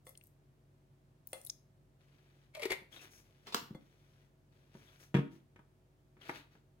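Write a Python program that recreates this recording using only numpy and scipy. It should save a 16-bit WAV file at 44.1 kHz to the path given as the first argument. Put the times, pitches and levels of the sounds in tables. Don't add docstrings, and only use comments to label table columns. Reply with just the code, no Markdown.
import sys
import numpy as np
from scipy import signal
from scipy.fft import rfft, irfft
from scipy.io import wavfile

SR = 44100
rng = np.random.default_rng(int(sys.argv[2]) if len(sys.argv) > 2 else 0)


def log_audio(samples):
    frames = np.atleast_2d(samples).T
    limited = np.clip(frames, -1, 1)
    pcm = np.round(limited * 32767).astype(np.int16)
    wavfile.write(sys.argv[1], SR, pcm)


N = 299880
TIME = np.arange(N) / SR
TAIL = TIME[:SR * 3 // 4]


# start in seconds, ring level in dB, spit level in dB.
POPS = [(.068, -50, -53), (1.331, -39.5, -38), (3.7479, -50.5, -82)]
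# frequency in Hz, relative level in dB, t60 in seconds.
BOTTLE_MODES = [(531, 10, 0.108), (597, -3, 0.19), (719, 0, 0.11), (880, -1.5, 0.057), (1122, -2, 0.0663),
                (1250, -7.5, 0.12), (1303, -9.5, 0.12), (1450, -28, .06), (2014, -2.5, 0.074),
                (2080, 2.5, 0.097), (3440, -6.5, 0.15), (4290, -9, 0.087), (4400, -9.5, 0.16),
                (9600, -13, 0.021)]
# frequency in Hz, relative level in dB.
SPIT_SPECTRUM = [(150, -40), (380, 2), (550, 7.5), (900, 2), (1250, 1.5), (2200, -3.5), (3000, -7.5),
                 (4300, -4), (5300, -16), (7500, -7.5), (9400, 7), (11500, -11.5), (16000, -15)]
# start in seconds, length in seconds, level in dB.
FROTHS = [(0.065, 0.035, -60), (0.23, .04, -71.5), (1.271, .165, -66), (1.447, 0.033, -60)]
FROTH_ATTACK_S, FROTH_RELEASE_S = .05, .13

# start in seconds, starting pitch in Hz, level in dB, t60 in seconds.
FILMS = [(0.0922, 11300, -56, 0.015), (.153, 2800, -62, 0.0095), (0.1746, 8580, -52.5, 0.022),
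         (.2115, 2350, -63.5, .013), (0.238, 12400, -60.5, .009), (.2703, 11800, -62.5, .012),
         (1.2724, 15400, -44.5, 0.0075), (1.415, 8600, -56, .007), (1.4494, 10900, -47, .013),
         (1.4642, 10100, -49, .01), (1.469, 3480, -56, .022), (1.4705, 11200, -50, .005),
         (1.4978, 4890, -41.5, .011), (1.4996, 6100, -40.5, 0.013)]
SMALLEST_HZ, SHRINK = 16000, 0.47

# start in seconds, glug level in dB, glug t60 in seconds, spurt level in dB.
GULPS = [(2.5502, -50, 0.08, -49), (2.57, -41.5, .11, -60), (2.596, -39.5, 0.13, -53.5),
         (2.62, -37, 0.27, -45), (2.632, -51.5, .05, -41), (2.6544, -30, 0.036, -43),
         (2.705, -34.5, 0.03, -37.5), (2.7189, -42, .09, -35)]
POCKET_START_HZ, POCKET_END_HZ = 628, 388
POCKET_OPENS_S, POCKET_GROW_S = 2.612, .009
GLUG_RISE = -0.073
SPURT_T60_S, SPURT_TILT = 0.04, -1.1
CRACKLE_DB, CRACKLE_ATTACK_S, CRACKLE_HOLD_S, CRACKLE_RELEASE_S = -6, 0.035, .004, .1
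# frequency in Hz, relative level in dB.
SQUELCH_SPECTRUM = [(200, -24), (500, -3), (950, -6.5), (1650, -12.5), (2250, 2), (3000, -6), (4500, -8.5),
                    (5500, -16), (8000, -18), (12000, -18.5), (16000, -28)]
# frequency in Hz, relative level in dB, t60 in seconds.
SQUELCH_MODES = [(2087, 1.5, 0.15), (1964, -1.5, 0.11), (2275, -1, 0.066), (2378, 0, 0.05), (2920, -5, .08),
                 (3704, -3.5, 0.076)]
SING_START = 1.14

# start in seconds, thud level in dB, clack level in dB, hardness in Hz (corner of the clack).
KNOCKS = [(2.818, -56, -64, 900), (3.624, -48.5, -75, 600), (3.7075, -39.5, -56, 620),
          (3.7506, -46, -47, 507), (4.75, -47.5, -56.5, 897), (5.56, -68, -59, 3100),
          (5.591, -61, -59.5, 1503), (6.168, -62.5, -65, 2960), (6.294, -49, -35.5, 1970),
          (6.553, -61, -62.5, 1200)]
# frequency in Hz, relative level in dB, t60 in seconds.
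TABLE_MODES = [(143.6, 0, 0.16), (169, -3, 0.13), (183, 4, 0.06), (213.3, 0, 0.17), (231.7, -21.5, 0.82),
               (272, -10, 0.26), (319.2, -1.5, 0.081), (364, -11.5, 0.21), (457.8, -18.5, 0.29),
               (556, -24, .12)]
# frequency in Hz, relative level in dB, t60 in seconds.
BASE_MODES = [(860, 0, 0.049), (930, 6, 0.083), (1036, -1, 0.037), (1268, -2.5, 0.087), (1477, 5.5, 0.047),
              (1755, -4.5, 0.081), (2275, -0.5, 0.066), (2410, -2.5, 0.15), (2540, -6.5, 0.12),
              (2700, -7, .1), (3300, 0.5, 0.064)]
# frequency in Hz, relative level in dB.
CLACK_SPECTRUM = [(60, -42), (150, -17), (300, 8), (550, 0), (750, -3), (1200, -2), (1700, -0.5),
                  (2700, -7), (3300, -7.5), (4500, -17.5), (8000, -16.5), (16000, -15)]
LANDS_S, EDGE_TO_FLAT_S, ROCK_PERIOD_S = 5.1427, .0063, .0213
LANDING_DB, ROCKING_DB = -18.5, -28
LANDING_CLACK_DB, CLACK_LOSS_DB, LANDING_HARD_HZ = -35.5, 6, 3500

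# start in seconds, level in dB, t60 in seconds, tilt in dB per octave.
SNAPS = [(3.4688, -45, 0.16, -1), (3.524, -42.5, 0.15, -0.5), (3.5448, -32.5, .007, .5),
         (3.5462, -29.5, .007, 0), (3.55, -34.5, 0.023, -3.5), (3.563, -39.5, 0.098, 0)]
# frequency in Hz, relative level in dB.
CAP_SPECTRUM = [(70, -38.5), (130, -14.5), (190, 9.5), (290, -3), (380, 5.5), (550, -2.5), (1000, 4),
                (1600, -4), (2500, 0), (4300, -1), (6500, -7), (9000, -15), (16000, -18.5)]

# start in seconds, length in seconds, rasp level in dB, hiss level in dB.
RUBS = [(2.008, 0.45, -79.5, -91.5), (2.926, 0.048, -62.5, -69.5), (3.015, .03, -62, -67),
        (3.119, .07, -72, -69.5), (3.255, 0.33, -80, -90), (3.468, .02, -65, -76), (3.809, 0.44, -80, -89),
        (4.523, .2, -80.5, -92), (4.744, 0.22, -71.5, -80), (5.004, 0.036, -69, -70),
        (5.318, 0.043, -74, -81.5), (6.217, 0.057, -61.5, -78), (6.288, 0.014, -58.5, -69.5),
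        (6.349, 0.029, -57, -71.5), (6.518, 0.036, -75.5, -87)]
RUB_ATTACK_S, RUB_RELEASE_S = 0.063, 0.2
# frequency in Hz, relative level in dB.
RASP_SPECTRUM = [(150, -7), (350, 3.5), (900, -6.5), (1600, -5), (2200, -4), (3300, -6.5), (4300, -8.5),
                 (5500, -20.5), (8000, -28)]
# frequency in Hz, relative level in dB.
HISS_SPECTRUM = [(3000, -29), (5000, -2.5), (6500, 3.5), (8000, -6), (10000, -2), (16000, -7)]
# start in seconds, centre pitch in Hz, level in dB.
SQUEAKS = [(2.926, 3300, -59), (2.96, 3680, -58.5), (2.992, 2610, -61), (4.866, 3420, -69),
           (6.214, 3040, -61)]
SQUEAK_T60_S = 0.14

# mean frequency in Hz, level in dB before wavering and a common cut.
HUM = [(49.5, -75), (99, -74.5), (139.5, -70.5), (185, -87), (230, -82.5), (296, -83.5), (367, -80.5),
       (549, -91), (641, -87.5)]
# frequency in Hz, relative level in dB.
AIR_SPECTRUM = [(20, -32), (50, -10), (90, -3.5), (140, 3), (200, -9), (370, -11), (600, -17), (1200, -25),
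                (4000, -33.5), (16000, -40.5)]
AIR_DB = -70.5
# frequency in Hz, t60 in seconds.
ROOM_T60 = [(200, .42), (500, 0.31), (1500, 0.36), (4000, 0.34), (7000, .27), (16000, 0.35)]
# frequency in Hz, side minus mid in dB.
WIDTH = [(30, -12), (120, -10), (250, -8.5), (500, -2.5), (1000, 1), (16000, -2.5)]
TOP_HZ = 16300


def pops():
    out = np.zeros(N)
    for s, ring_db, spit_db in POPS:
        spit = burst(SPIT_SPECTRUM, 0.019) + amp(-18.5) * burst(SPIT_SPECTRUM, .12)
        body = highpass(ring(BOTTLE_MODES), 340)
        add(out, s, blow(body, ring_db) + blow(spit, spit_db))
    froth_gain = sum(amp(db) * swell(s, length, FROTH_ATTACK_S, FROTH_RELEASE_S)
                     for s, length, db in FROTHS)
    fizz = colour(grains(2000, 2.9), [(2000, -26.5), (5000, -1.0), (9000, 5.5), (16000, 2)])
    return out + froth_gain * unit(fizz)


def films():
    rows = [(s, hz, db, t60, SHRINK * np.log2(SMALLEST_HZ / hz)) for s, hz, db, t60 in FILMS]
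    return highpass(bubbles(rows, onset_cycles=0.81, tear_db=-6, tear_share=0.86), 1500)


def glugs():
    rows = []
    for s, db, t60, _ in GULPS:
        hz = POCKET_START_HZ + growth(s) * (POCKET_END_HZ - POCKET_START_HZ)
        rows.append((s, hz, db, t60, GLUG_RISE))
    return bubbles(rows, onset_cycles=1.7, tear_db=-13.5, tear_share=0.79)


def growth(s):
    return (1 + np.tanh((s - POCKET_OPENS_S) / POCKET_GROW_S / 2)) / 2


def bubbles(rows, onset_cycles, tear_db, tear_share):
    out = np.zeros(N)
    for s, hz, db, t60, rise in rows:
        pitch = np.minimum(hz * 2 ** (rise * np.minimum(TAIL / t60, 1)), SR / 2)
        onset = 1 - np.exp(-TAIL * hz / onset_cycles)
        tone = np.sin(2 * np.pi * np.cumsum(pitch) / SR) * fade(t60) * onset
        tear = burst([(hz / 4, -24), (hz, 0), (hz * 4, -24)], t60 * tear_share)
        add(out, s, blow(tone, db) + blow(tear, db + tear_db))
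    return out


def squelch():
    crackle, singing, ticks = 0, 0, grains(4000, 1.1)
    for s, _, _, db in GULPS:
        envelope = swell(s, CRACKLE_HOLD_S, CRACKLE_ATTACK_S, CRACKLE_RELEASE_S)
        spray = ticks * amp(db + CRACKLE_DB) * envelope
        raised = SING_START ** (1 - growth(s))
        modes = [(hz * raised, mode_db, t60) for hz, mode_db, t60 in SQUELCH_MODES]
        crackle = crackle + spray
        singing = singing + signal.fftconvolve(spray, ring(modes))[:N]
    spurts = bursts([(s, db, SPURT_T60_S, SPURT_TILT) for s, _, _, db in GULPS], SQUELCH_SPECTRUM)
    wet = amp(1.5) * unit(colour(crackle, SQUELCH_SPECTRUM)) + amp(-1.5) * unit(singing)
    return spurts + np.std(crackle) * wet


def knocks():
    out = np.zeros(N)
    table, base = highpass(ring(TABLE_MODES), 127), ring(BASE_MODES)
    frame = ring([(34, 0.11, .4), (57.5, 2, 0.35)])
    for s, thud_db, clack_db, hard_hz in KNOCKS + landing(count=3):
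        clack = unit(burst(CLACK_SPECTRUM, .06)) + amp(-5.5) * unit(base)
        grit = burst([(2500, -23.0), (6000, 6.0), (16000, -0.5)], 0.056)
        add(out, s, blow(lowpass(table, hard_hz / 2), thud_db) + blow(frame, thud_db - 26.0))
        add(out, s, blow(lowpass(clack, hard_hz), clack_db) + blow(grit, clack_db - 25))
    return out


def landing(count):
    rows = []
    for rock in range(count):
        edge_s = LANDS_S + rock * ROCK_PERIOD_S
        clack_db = LANDING_CLACK_DB - rock * CLACK_LOSS_DB
        flat_db = ROCKING_DB if rock else LANDING_DB
        rows.append((edge_s, ROCKING_DB, clack_db, LANDING_HARD_HZ))
        rows.append((edge_s + EDGE_TO_FLAT_S, flat_db, clack_db, LANDING_HARD_HZ))
    return rows


def snaps():
    return highpass(bursts(SNAPS, CAP_SPECTRUM), 150)


def rubs():
    rasp = unit(colour(grains(6000, 4.7), RASP_SPECTRUM))
    hiss = unit(colour(grains(15000, 0.97), HISS_SPECTRUM))
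    grip = amp(1.1 * unit(lowpass(rng.standard_normal(N), 60)))
    out = np.zeros(N)
    for s, length, rasp_db, hiss_db in RUBS:
        stroke = swell(s, length, RUB_ATTACK_S, RUB_RELEASE_S)
        out += stroke * (amp(rasp_db) * grip * rasp + amp(hiss_db) * hiss)
    for s, hz, db in SQUEAKS:
        squeak = lowpass(rng.standard_normal(len(TAIL)), hz / 20) * np.sin(2 * np.pi * hz * TAIL)
        add(out, s, blow(squeak * fade(SQUEAK_T60_S), db))
    return out


def background():
    hum = 0
    for hz, db in HUM:
        waver = unit(lowpass(rng.standard_normal(N), 4.1))
        phase = 2 * np.pi * (hz * TIME + rng.random()) + 0.46 * waver
        hum = hum + amp(db + 0.9 * waver) * np.sqrt(2) * np.sin(phase)
    return amp(-1.5) * hum + amp(AIR_DB) * unit(colour(diffuse(N), AIR_SPECTRUM))


def room(x, near_db, far_db, pan_db):
    near = highpass(rng.standard_normal(len(TAIL)) * fade(0.011), 860)
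    near = near * np.array([[1], [-1]])
    noise, far = diffuse(len(TAIL)), 0
    hz, t60 = np.transpose(ROOM_T60)
    bins = np.log(np.maximum(np.arange(len(TAIL) // 2 + 1) * SR / len(TAIL), 1))
    for share, decay in zip(np.eye(len(hz)), t60):
        band = irfft(rfft(noise) * np.interp(bins, np.log(hz), share), len(TAIL))
        far = far + band * fade(decay)
    far = highpass(far * (1 - np.exp(-TAIL / .002)), 240)
    response = sum(amp(db) * part / np.sqrt(np.sum(part ** 2) / 2)
                   for part, db in [(near, near_db), (far, far_db)])
    response[:, 0] += 1
    response /= np.sqrt(np.sum(response ** 2) / 2)
    balance = amp(np.array([[pan_db], [-pan_db]]) / 2)
    return signal.fftconvolve(x[None], response, axes=1)[:, :N] * balance


def diffuse(size):
    mid, side = rng.standard_normal((2, size))
    side = colour(side, WIDTH)
    return unit(np.array([mid + side, mid - side]))


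def bursts(rows, points):
    out = np.zeros(N)
    for s, level_db, t60, tilt in rows:
        tilted = [(hz, db + tilt * np.log2(hz)) for hz, db in points]
        add(out, s, blow(burst(tilted, t60), level_db))
    return out


def burst(points, t60):
    return colour(rng.standard_normal(len(TAIL)), points) * fade(t60)


def ring(modes):
    return sum(amp(db) * fade(t60) * np.sin(2 * np.pi * hz * TAIL) for hz, db, t60 in modes)


def grains(rate, spread_db):
    size = amp(spread_db * np.minimum(rng.exponential(size=N), 3))
    return unit((rng.random(N) < rate / SR) * rng.standard_normal(N) * size)


def fade(t60):
    return np.exp(-np.log(1000) * TAIL / t60)


def swell(start, length, attack, release):
    early = np.maximum(start - TIME, 0)
    late = np.maximum(TIME - start - length, 0)
    return np.exp(-np.log(1000) * np.minimum(early / attack + late / release, 2))


def colour(x, points):
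    hz, db = np.transpose(points)
    size = x.shape[-1]
    bins = np.maximum(np.arange(size // 2 + 1) * SR / size, 1)
    return irfft(rfft(x) * amp(np.interp(np.log(bins), np.log(hz), db)), size)


def lowpass(x, hz):
    return signal.sosfilt(signal.butter(2, min(hz, SR / 2 - 1), fs=SR, output="sos"), x)


def highpass(x, hz):
    return signal.sosfilt(signal.butter(3, hz, "high", fs=SR, output="sos"), x)


def amp(db):
    return 10 ** (np.asarray(db) / 20)


def unit(x):
    return x / np.sqrt(np.mean(x ** 2))


def blow(x, db):
    return x * amp(db) * np.sqrt(SR / 10 ** 2 / np.sum(x ** 2))


def add(track, s, x):
    start = int(s * SR)
    track[start:start + len(x)] += x[:N - start]


def scene():
    return (room(pops(), near_db=-1.0, far_db=-5.0, pan_db=2.5) * amp(-2.5)
            + room(films(), near_db=0.0, far_db=-13.0, pan_db=3.0) * amp(-2.5)
            + room(highpass(glugs(), 170), near_db=2.0, far_db=-12.5, pan_db=4.0) * amp(0.5)
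            + room(squelch(), near_db=.5, far_db=-7.0, pan_db=1.1) * amp(0.5)
            + room(knocks(), near_db=1.5, far_db=-4.5, pan_db=1.0) * amp(1.5)
            + room(snaps(), near_db=0.5, far_db=-2.0, pan_db=0.8) * amp(-1.0)
            + room(rubs(), near_db=.5, far_db=-5.0, pan_db=1.4) * amp(4.0)
            + background())


def record(dry):
    return signal.sosfilt(signal.ellip(10, .2, 70, TOP_HZ, fs=SR, output="sos"), dry)


dry = scene()
out = record(dry)
log_audio(out)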